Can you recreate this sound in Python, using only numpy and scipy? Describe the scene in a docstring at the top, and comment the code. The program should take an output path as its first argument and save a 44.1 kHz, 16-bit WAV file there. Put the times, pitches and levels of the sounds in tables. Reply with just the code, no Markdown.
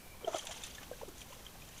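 """A quiet, even hiss of open air comes first, with a low rumble and a faint far whistle that soon dies.
Then, in a wood a few metres from a single microphone, a wild boar heaves itself out of a mud wallow.
Air pockets gulp under its body, the wet mud peels off its hide in crackles, smacks and tiny bubbles,
and its legs pull free with a few plops. Trunks and the bank give back a weak, short echo."""
import sys
import numpy as np
from scipy import signal
from scipy.fft import rfft, irfft, next_fast_len
from scipy.io import wavfile
from scipy.ndimage import map_coordinates

SR = 44100
rng = np.random.default_rng(int(sys.argv[2]) if len(sys.argv) > 2 else 0)


def transcribe(signal):
    """Save signal, clipped to [-1, 1], as a 16-bit WAV file at the path in sys.argv[1]."""
    frames = np.atleast_2d(signal).T
    limited = np.clip(frames, -1, 1)
    pcm = np.round(limited * 32767).astype(np.int16)
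    wavfile.write(sys.argv[1], SR, pcm)


N = 79380  # 1.8 s


def amp(db):
    return 10 ** (np.asarray(db) / 20)


def unit_rms(x):
    return x / np.sqrt(np.mean(x ** 2) + 1e-20)


def clock():
    return np.arange(N) / SR


def curve(rows):
    """(time, value) points joined by straight lines, one value per sample."""
    return np.interp(clock(), *np.transpose(rows))


def wobble(rate):
    """A smooth random curve with `rate` knots a second."""
    return map_coordinates(rng.standard_normal(2048), [clock() * rate], mode="wrap")


def filtered(x, response):
    """x through a gain given as a function of frequency."""
    size = next_fast_len(N + SR // 4)
    return irfft(rfft(x, size) * response(np.fft.rfftfreq(size, 1 / SR)), size)[:N]


def coloured(x, spectrum, tilt_db=0):
    """x shaped by a spectrum table and a tilt per octave, at rms 1."""
    freqs, levels = np.transpose(spectrum)

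    def response(hz):
        shape_db = np.interp(np.log(hz + 1), np.log(freqs), levels)
        return amp(shape_db + tilt_db * np.log2(np.clip(hz, freqs[0], freqs[-1])))
    return unit_rms(filtered(x, response))


# Spectrum of the hiss all round the microphone: (frequency [Hz], relative level [dB])
HISS_SPECTRUM = [(12, 8), (20, 3), (70, 0), (404, -11), (857, -16.5), (1040, -14), (1300, -18.5),
                 (1500, -17), (2030, -17.5), (2330, -17.5), (2840, -19), (3750, -19.5), (8880, -21.5),
                 (13900, -20.5), (15500, -26.5)]
# Spectrum of the low air in the wood: (frequency [Hz], relative level [dB])
RUMBLE_SPECTRUM = [(15, -14), (60, -11), (120, -19), (250, -13), (600, -80)]


def woodland_air(hiss_db=-54, rumble_db=-66):
    """The open air hisses evenly over a low, gently swaying rumble."""
    hiss = coloured(rng.standard_normal(N), HISS_SPECTRUM) * amp(hiss_db - 0.7 * wobble(5))
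    rumble = coloured(rng.standard_normal(N), RUMBLE_SPECTRUM) * amp(rumble_db + 1.5 * wobble(14.5))
    return hiss + rumble


def far_whistle(pitch_hz=2335, half_width_hz=85, level_db=-66.5, hold_s=0.26, fade_s=0.05):
    """Far off, a narrow band of noise whistles faintly, then dies away."""
    band = filtered(rng.standard_normal(N), lambda hz: 1 / (1 + ((hz - pitch_hz) / half_width_hz) ** 2))
    envelope = np.clip(1 - (clock() - hold_s) / fade_s, 0, 1)
    return amp(level_db) * envelope * unit_rms(band)


def bubble_swarm(per_s, low_hz, high_hz, decay_cycles, spread_db):
    """A steady swarm of small damped bubbles of random pitch and size, at rms 1."""
    draws = rng.random((9000, 4))
    gap, pitch, size, jitter = draws.T
    start_s = (np.cumsum(0.5 + gap) + jitter - 0.5) / per_s
    heard = start_s < N / SR
    hz = low_hz * (high_hz / low_hz) ** pitch[heard, None]
    strength = amp(spread_db * np.minimum(-np.log(1 - size[heard, None]), np.pi))
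    offsets = np.arange(SR // 80)
    cycles = hz * offsets / SR
    envelope = np.exp(-cycles / decay_cycles) * (1 - np.exp(-2 * cycles))
    rings = strength * np.sqrt(hz) * envelope * np.sin(2 * np.pi * cycles)
    positions = (start_s[heard, None] * SR).astype(int) + offsets
    return unit_rms(np.bincount(positions.ravel(), rings.ravel(), N)[:N])


# Mud peeling off the hide, a few metres away: (time [s], level [dB])
PEEL_LEVEL = [(0, -95), (.22, -66), (.30, -57.5), (.35, -46.5), (.385, -46.5), (.41, -51.5), (.46, -54),
              (.505, -50.5), (.54, -50), (.59, -56), (.63, -53), (.67, -50), (.72, -59.5), (.9, -63.5),
              (1.0, -61.5), (1.11, -67), (1.19, -59.5), (1.25, -64), (1.33, -59.5), (1.53, -65.5),
              (1.8, -57.5)]
# Slurry churning in the wallow: (time [s], level [dB])
CHURN_LEVEL = [(0, -68), (.19, -66.5), (.22, -55), (.27, -55.5), (.36, -47.5), (.405, -69), (.43, -50.5),
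               (.465, -57.5), (.51, -54.5), (.56, -56.5), (.66, -59.5), (.73, -63.5), (.82, -60.5),
               (.88, -65), (1.02, -65.5), (1.13, -63), (1.3, -66.5), (1.8, -66.5)]
# Spectrum of peeling mud, here and in the smacks: (frequency [Hz], relative level [dB])
CRACKLE_SPECTRUM = [(500, -36), (1200, -14.5), (2000, -7), (2600, -4), (3200, 1), (4300, -6.5), (5200, -7),
                    (6000, 1.5), (7400, -3), (8200, -10), (9300, -5), (12000, -18.5), (15500, -35)]
# Spectrum of the slurry: (frequency [Hz], relative level [dB])
SLURRY_SPECTRUM = [(150, -12), (380, -8), (560, -2), (740, 0.5), (1000, -2.5), (1400, -5), (2000, -14),
                   (3000, -44), (6000, -45)]


def squelch():
    """The peeling film crackles finely and the churned slurry bubbles lower down, both in clumps."""
    fine = bubble_swarm(per_s=4000, low_hz=1320, high_hz=14000, decay_cycles=3.5, spread_db=2)
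    coarse = bubble_swarm(per_s=1100, low_hz=321.3, high_hz=2576, decay_cycles=3.8, spread_db=3)
    crackle = coloured(fine, CRACKLE_SPECTRUM) * amp(curve(PEEL_LEVEL) + 2.03 * wobble(110))
    slurry = coloured(coarse, SLURRY_SPECTRUM) * amp(curve(CHURN_LEVEL) + 2.0 * wobble(59.6))
    return crackle + slurry


def bubble(peak_s, hz, swell_s, fade_s, octaves_per_s):
    """Envelope and phase of a gliding air pocket; swell and fade are half-amplitude times."""
    t = clock() - peak_s
    envelope = 0.5 ** np.where(t < 0, np.abs(t / swell_s) ** 2.5, np.abs(t / fade_s) ** 1.55)
    pitch = hz * 2 ** (octaves_per_s * np.clip(t, -2 * swell_s, 2 * fade_s))
    return envelope, 2 * np.pi * (np.cumsum(pitch) / SR + rng.random())


# Air pockets opening under the boar, each at its peak:
# (time [s], level [dB], pitch [Hz], swell [s], fade [s], glide [octaves/s])
AIR_POCKETS = [(.238, -50.5, 517, .01, 0.0054, 10.5), (.2478, -33.5, 428.3, .003, 0.0025, 8.5),
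               (0.2822, -27, 665, .0066, .0075, -12), (.283, -36, 395.4, .004, .004, -25),
               (.293, -43, 450, .003, .004, 0), (.302, -63, 610, .003, 0.014, 2),
               (0.349, -28, 664, 0.004, 0.0014, -4.5), (.349, -40, 350, .004, .006, -1),
               (0.36, -38, 626, 0.00306, .009, 1.5), (0.3591, -44, 1315, .003, 0.015, -11),
               (0.389, -49, 840, 0.0044, 0.0046, 11.5), (0.442, -47.5, 611, 0.0016, .004, -29),
               (.472, -50, 784, .0015, 0.0046, -12), (.501, -43, 660, .007, 0.0036, 4),
               (0.5107, -44.5, 719, 0.0037, 0.0062, -9.5), (0.57, -50.5, 820, .002, 0.0035, 24.5),
               (0.7865, -46, 1743, 0.0037, .005, -10), (0.8298, -47, 735, 0.0016, .002, 1),
               (0.9157, -34, 555, 0.0021, 0.003, -45), (.925, -46, 496.4, 0.00291, 0.0085, -2.5),
               (.935, -52.5, 1593, .004, 0.0055, 0.5), (1.0151, -39, 843, .0018, 0.0022, 70),
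               (1.022, -43, 466, .002, 0.0036, -28.5), (1.0358, -33.5, 541, 0.0032, 0.0019, 28),
               (1.083, -42.5, 397, 0.0018, 0.0084, -26), (1.31, -49.5, 555, .005, 0.0042, 17),
               (1.33, -50, 1007, 0.0052, 0.0047, 12), (1.558, -53, 750, .006, 0.0072, 9.5)]


def gulps(roughness=0.26, overtone_db=-18.5):
    """Large air pockets open with a short, hollow, slightly ragged note."""
    out = np.zeros(N)
    ragged = 1 + roughness * wobble(600)
    for peak_s, db, hz, swell_s, fade_s, glide in AIR_POCKETS:
        envelope, phase = bubble(peak_s, hz, swell_s, fade_s, glide)
        out += amp(db) * envelope * (np.sin(phase) + amp(overtone_db) * np.sin(2 * phase))
    return out * ragged


# Tiny bubbles in the wet film, each at its peak: (time [s], level [dB], pitch [Hz])
FILM_BUBBLES = [(0.248, -37.5, 3130), (.280, -48, 6400), (.335, -51, 7200), (0.346, -38, 3270),
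                (0.355, -47, 7100), (0.3865, -40, 6300), (.3955, -38, 3175), (0.471, -40.5, 7550),
                (0.497, -44, 7150), (.514, -38, 3220), (.6375, -38, 3630), (.639, -39.5, 7300),
                (.644, -44, 2600), (.714, -48.5, 4650), (.752, -47, 3450), (0.753, -44.5, 6400),
                (1.218, -43, 3200), (1.22, -47, 2400), (1.467, -41, 3150), (1.623, -47, 2490),
                (1.69, -50.5, 7000), (1.78, -47.5, 6440)]


def pips():
    """Tiny bubbles burst and ring for a few milliseconds, rising slightly in pitch."""
    out = np.zeros(N)
    for peak_s, db, hz in FILM_BUBBLES:
        envelope, phase = bubble(peak_s, hz, swell_s=0.0015, fade_s=0.0021, octaves_per_s=6)
        out += amp(db) * envelope * np.sin(phase)
    return out


# Mud tearing loose from the boar: (time [s], level [dB], fade [s], brightness [dB/octave])
MUD_TEARS = [(.277, -46.5, .009, -5), (.357, -45, 0.03, -3), (0.3833, -36, 0.0032, 3.5),
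             (.4505, -43.5, 0.0053, 12), (0.4695, -34.5, 0.0042, -5.5), (0.51, -39.5, 0.0087, -5),
             (.636, -40.5, 0.0092, 0), (.6655, -46, .005, 11), (.747, -47, .011, 0), (.781, -51, .010, -7),
             (0.815, -46.5, 0.0085, -14), (.8295, -45.5, 0.0065, -7), (.996, -54, .012, -6),
             (1.083, -50.5, 0.0066, 4), (1.18, -49.5, 0.0086, 4), (1.207, -45.5, 0.0054, 0),
             (1.214, -47, 0.01, -2), (1.292, -53, 0.0062, -14), (1.448, -52, 0.009, -1),
             (1.464, -48, 0.0049, -10), (1.619, -57, 0.007, -3), (1.779, -50, .008, 2)]


def smacks(attack_s=0.00065):
    """A sheet of mud lets go in a dense burst of crackle."""
    out = np.zeros(N)
    for start_s, db, fade_s, tilt_db in MUD_TEARS:
        t = np.maximum(clock() - start_s, 0)
        envelope = (1 - np.exp(-t / attack_s)) * np.exp(-(t / fade_s) ** 0.77)
        out += amp(db) * envelope * coloured(rng.standard_normal(N), CRACKLE_SPECTRUM, tilt_db)
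    return out


def wood_echo(x, level_db=-18, t60_s=0.2, build_s=0.0063):
    """Trunks and the bank scatter a weak, short tail back to the microphone."""
    t = np.arange(SR // 2) / SR
    envelope = amp(-60 * t / t60_s) * (1 - np.exp(-t / build_s))
    tail = rng.standard_normal(len(t)) * envelope
    return amp(level_db) * signal.fftconvolve(x, tail / np.linalg.norm(tail))[:N]


def scene():
    """The wallow from a few metres, with the wood around it, in mono."""
    mud = squelch() + gulps() + pips() + smacks()
    return (mud + wood_echo(mud) + woodland_air() + far_whistle())[None]


def record(dry):
    """The microphone's channel passes nothing above its band limit."""
    top_hz = 15600
    return np.array([filtered(x, lambda hz: hz < top_hz) for x in dry])


dry = scene()
out = record(dry)
transcribe(out)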